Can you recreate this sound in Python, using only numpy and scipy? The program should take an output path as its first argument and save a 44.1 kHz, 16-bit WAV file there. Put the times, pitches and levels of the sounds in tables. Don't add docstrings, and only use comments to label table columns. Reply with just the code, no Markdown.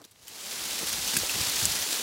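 import sys
import numpy as np
from scipy import signal
from scipy.fft import rfft, irfft
from scipy.io import wavfile
from scipy.ndimage import uniform_filter1d

SR = 44100
rng = np.random.default_rng(int(sys.argv[2]) if len(sys.argv) > 2 else 0)


def store_wav(level_fs):
    pcm = np.round(np.clip(np.atleast_2d(level_fs), -1, 1) * 32767)
    wavfile.write(sys.argv[1], SR, pcm.T.astype(np.int16))


def volts_from_db(level):
    exponent = np.asarray(level, float) / 20
    return 10 ** exponent


N = 89346


def rms_one(x):
    return x / np.sqrt(np.mean(x ** 2) + 1e-20)


def level_at(spectrum, hz):
    points_hz, level_db = np.transpose(spectrum)
    return np.interp(np.log(hz), np.log(points_hz), level_db)


def bandpass(x, low_hz, high_hz, order=2):
    return signal.sosfilt(signal.butter(order, [low_hz, high_hz], "band", fs=SR, output="sos"), x)


def drift(rate_hz):
    step = 40
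    settle = 2000
    pole = np.exp(-2 * np.pi * rate_hz * step / SR)
    white = rng.standard_normal(N // step + settle + 2)
    slow = signal.lfilter([1], [1, -2 * pole, pole ** 2], white)[settle:]
    return np.interp(np.arange(N) / step, np.arange(len(slow)), rms_one(slow))


def ring(clicks, hz, cycles):
    pole = volts_from_db(-60 * hz / (cycles * SR))
    turn = 2 * np.pi * hz / SR
    return signal.lfilter([0, np.sin(turn)], [1, -2 * pole * np.cos(turn), pole ** 2], clicks + 1e-18)


def colour(x, spectrum):
    hz = np.maximum(np.arange(N // 2 + 1) * SR / N, 10)
    spec = rfft(x)
    own = np.sqrt(uniform_filter1d(np.abs(spec) ** 2, size=1500))
    return rms_one(irfft(spec / own * volts_from_db(level_at(spectrum, hz)), N))


def noise_bands(spectrum, gain_db):
    white = rng.standard_normal((2, N))
    edges = 30 * 2 ** np.arange(0, 9.6, 0.5)
    edges[-1] = 0.45 * SR
    out, rest_power = 0, 0
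    for k, (low, high) in enumerate(zip(edges, edges[1:])):
        hz = np.sqrt(low * high)
        band = volts_from_db(level_at(spectrum, hz)) * bandpass(white[k % 2], low, high)
        out = out + band * volts_from_db(gain_db(hz))
        rest_power += np.mean(band ** 2)
    return out / np.sqrt(rest_power)


# frequency_hz [Hz], density_db [dB per Hz]
GARDEN_SPECTRUM = [(24, -21.5), (40, -3), (129, 10), (207, -38), (2840, -27), (5050, -38), (15500, -68)]


def garden():
    return volts_from_db(-68.5) * noise_bands(GARDEN_SPECTRUM, lambda hz: 0)


def bough_air(vigour_db):
    SWAY_DB, SWAY_TOP_HZ, LUMPS_DB = -28, 110, 2.0
    CALM_S, CALM_DB = 1.84, -15
    air = bandpass(rng.standard_normal(N), 40, SWAY_TOP_HZ)
    calm_db = CALM_DB * (np.arange(N) > CALM_S * SR)
    return volts_from_db(vigour_db + SWAY_DB + LUMPS_DB * drift(6) + calm_db) * rms_one(air)


# start_s, the moment of the puff's peak
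# [s], level_db [dB], pitch_hz [Hz], length_s [s]
BRANCH_THUMPS = [(0.011, -54, 259, 0.026), (.012, -52.5, 860, 0.011), (0.054, -54.5, 305, 0.0059),
                 (.1602, -48, 2000, .0004), (0.831, -41.5, 403, 0.015), (.83, -40.5, 255, 0.017),
                 (0.946, -47, 79.5, 0.013), (0.986, -41, 150, 0.0067), (1.015, -51.5, 60, 0.029),
                 (1.158, -40, 168, 0.021), (1.168, -40, 95, 0.012), (1.176, -39.5, 226, 0.02),
                 (1.221, -42, 63, .02), (1.235, -32, 330, 0.0029), (1.359, -40, 143, 0.014),
                 (1.392, -40, 228, .01), (1.409, -36.5, 96, 0.02), (1.481, -48, 110, 0.022),
                 (1.626, -38, 90.5, 0.012), (1.65, -36, 95, 0.015), (1.66, -46, 190, 0.011),
                 (1.687, -45, 60.3, .03), (.73, -56, 80, 0.022), (0.856, -54, 60, 0.028),
                 (1.327, -51, 60, 0.028), (1.55, -52, 80, 0.02), (1.675, -38.5, 154, 0.0073),
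                 (1.72, -46, 92.5, .02), (1.824, -49, 69.5, 0.012), (2.004, -42.5, 300, .012)]


def thumps():
    HALF_WIDTH_OCTAVES = 0.75
    half = 4000
    out = np.zeros(N + 2 * half)
    t = (np.arange(2 * half) - half) / SR
    for start_s, level_db, pitch_hz, length_s in BRANCH_THUMPS:
        spread = 2.0 ** HALF_WIDTH_OCTAVES
        turbulence = bandpass(rng.standard_normal(2 * half), pitch_hz / spread, pitch_hz * spread, order=3)
        puff = np.exp(-(t / length_s) ** 2) * turbulence
        i = int(start_s * SR)
        out[i:i + 2 * half] += volts_from_db(level_db) * puff / np.sqrt(np.sum(puff ** 2) / (length_s * SR))
    return out[half:N + half]


# start_s [s], peak_db [dB], pitch_hz [Hz], length_s [s], broad_db [dB]
LEAF_SLAPS = [(.0165, -44.5, 5500, 0.0016, 4), (0.041, -40.5, 3800, 0.0023, -1),
              (0.05, -41.5, 7040, .0012, 5), (0.1105, -46.5, 8600, 0.0099, 3.0),
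              (1.913, -19, 7800, .002, -1), (0.2813, -26.5, 14000, 0.0009, 1),
              (0.2816, -36.5, 3080, 0.00091, -11), (0.289, -35, 8500, .002, 0),
              (0.45, -32, 4100, 0.0044, -4), (.8945, -22, 5280, 0.00026, 5.5),
              (0.928, -17, 6400, 0.0033, -1.5), (1.076, -19.5, 5850, 0.0037, 0),
              (1.1662, -22.5, 1640, 0.0012, -3), (1.1665, -17.5, 2490, 0.0028, -9),
              (1.1666, -15.5, 11870, 0.011, 4), (1.1695, -17, 7500, 0.003, -9),
              (1.187, -18, 6400, 0.0024, 0), (1.2950, -18, 2600, 0.0019, -4),
              (1.4125, -21, 4160, 0.0016, 2), (1.496, -22, 4300, 0.0022, -1),
              (1.558, -19, 5230, 0.0018, -15), (1.6536, -14.5, 4900, 0.00027, 0),
              (1.6546, -5.5, 7850, .0001, -7), (1.735, -32, 4900, .003, 3)]


def slaps():
    CLICKS_PER_S, RING_CYCLES, SLAP_DB = 22000, 16, -2
    FLUTTER_DB, FLUTTER_S = -1.5, 0.0058
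    size = 4000
    out, t = np.zeros(N + size), np.arange(size) / SR
    for start_s, peak_db, pitch_hz, length_s, broad_db in LEAF_SLAPS:
        clicks = (rng.random(size) < CLICKS_PER_S / SR) * rng.uniform(-1, 1, size)
        clicks[0] = 1
        fade = np.exp(-(t / length_s) ** 3)
        flutter = volts_from_db(FLUTTER_DB) * np.exp(-t / FLUTTER_S)
        tone = ring(ring(clicks * fade, pitch_hz, RING_CYCLES), pitch_hz, RING_CYCLES)
        broad = bandpass(clicks * (fade + flutter), 2600, 15000)
        slap = tone / np.abs(tone).max() + volts_from_db(broad_db) * broad / np.abs(broad).max()
        i = int(start_s * SR)
        out[i:i + size] += volts_from_db(peak_db + SLAP_DB) * slap
    return out[:N]


# frequency_hz [Hz], density_db [dB per Hz]
LEAF_SPECTRUM = [(110, -25), (200, -4.5), (1300, -5), (2200, -2.5), (4300, 2), (7000, 0), (11000, -4.5),
                 (15800, -10.5)]


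def far_leaves(vigour_db, clump_db):
    FAR_DB, PATCHY_DB, DULL_FOLLOWS = -1, -0.07, 0.66
    top_db = vigour_db.max()

    def swell_db(hz):
        bright = np.clip(np.log2(hz / 500) / 3, 0, 1)
        follows = DULL_FOLLOWS + (1 - DULL_FOLLOWS) * bright
        return (vigour_db - top_db) * follows + bright * clump_db + PATCHY_DB * drift(5)

    return volts_from_db(top_db + FAR_DB) * noise_bands(LEAF_SPECTRUM, swell_db)


# start_s, the moment of the
# fullest swell or lull [s], swell_db [dB], length_s [s]
BRUSHES = [(0.025, 6, 0.0046), (0.047, 16, 0.015), (0.119, 12.5, .008), (0.271, 5, 0.0042),
           (0.283, 2.5, 0.0064), (.46, 7.5, 0.0072), (0.513, 3, 0.0087), (0.656, 2.5, .008),
           (0.79, 8, 0.0034), (0.811, 3.5, 0.0065), (0.874, 3, 0.025), (0.933, 3.5, 0.015),
           (0.982, 7, 0.0024), (1.082, 5, .008), (1.137, 2.5, 0.011), (1.227, 1, .005), (1.356, 6, 0.0063),
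           (1.408, 5, 0.013), (1.457, -5, 0.0047), (1.497, 5.5, 0.0073), (1.565, 4.5, .012),
           (1.599, 1.5, .006), (1.68, -6, .008), (1.753, 5.5, 0.013), (1.764, 3, 0.0068), (1.82, 1, 0.0077),
           (1.916, -7, 0.0034), (1.928, 6, 0.0092)]


def near_leaves(vigour_db, clump_db):
    TAPS_PER_S, TAP_SPREAD_DB, TAP_SHARE_DB, TAP_CYCLES = 5000, 2, -3.5, 7
    RISE_SHARE = 0.33
    sizes = volts_from_db(TAP_SPREAD_DB * np.minimum(rng.exponential(1, N), 3.0)) * rng.choice([-1, 1], N)
    clicks = sizes * (rng.random(N) < TAPS_PER_S / SR)
    leaf = rng.integers(0, 20, N)
    taps = 0
    for k, hz in enumerate(np.geomspace(900, 15000, num=20)):
        taps = taps + ring(clicks * (leaf == k), hz, TAP_CYCLES)
    t = np.arange(N) / SR
    brush_db = np.zeros(N)
    for start_s, swell_db, length_s in BRUSHES:
        width_s = length_s * np.where(t < start_s, RISE_SHARE, 1)
        brush_db += swell_db * np.exp(-((t - start_s) / width_s) ** 2)
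    return volts_from_db(vigour_db + TAP_SHARE_DB + 2 * clump_db + brush_db) * colour(taps, LEAF_SPECTRUM)


def rush(vigour_db):
    CLUMP_DB, CLUMP_PER_S = 0.7, 49
    clump_db = CLUMP_DB * drift(CLUMP_PER_S)
    return near_leaves(vigour_db, clump_db) + far_leaves(vigour_db, clump_db)


# time_s [s], level_db [dB]
SHAKING = [(0, -61.5), (.14, -64.5), (.22, -56.5), (.3, -47), (.42, -40.5), (.47, -38), (.64, -33.5),
           (.9, -32.5), (1.0, -32.5), (1.15, -30.5), (1.28, -31), (1.42, -29), (1.52, -29.5), (1.58, -28.5),
           (1.72, -30), (1.85, -30.5), (1.93, -30.5), (2.03, -32.5)]


def scene():
    vigour_db = np.interp(np.arange(N) / SR, *np.transpose(SHAKING))
    tree = rush(vigour_db) + slaps() + thumps() + bough_air(vigour_db)
    return np.tile(tree + garden(), (2, 1))


def band_limit(x):
    return signal.sosfilt(signal.butter(12, 16910, fs=SR, output="sos"), x)


def record(dry):
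    x = signal.sosfilt(signal.butter(3, 45, "high", fs=SR, output="sos"), dry)
    x = signal.sosfilt(signal.ellip(14, 0.3, 90, 15850, fs=SR, output="sos"), x)
    return band_limit(x)


dry = scene()
out = record(dry)
store_wav(out)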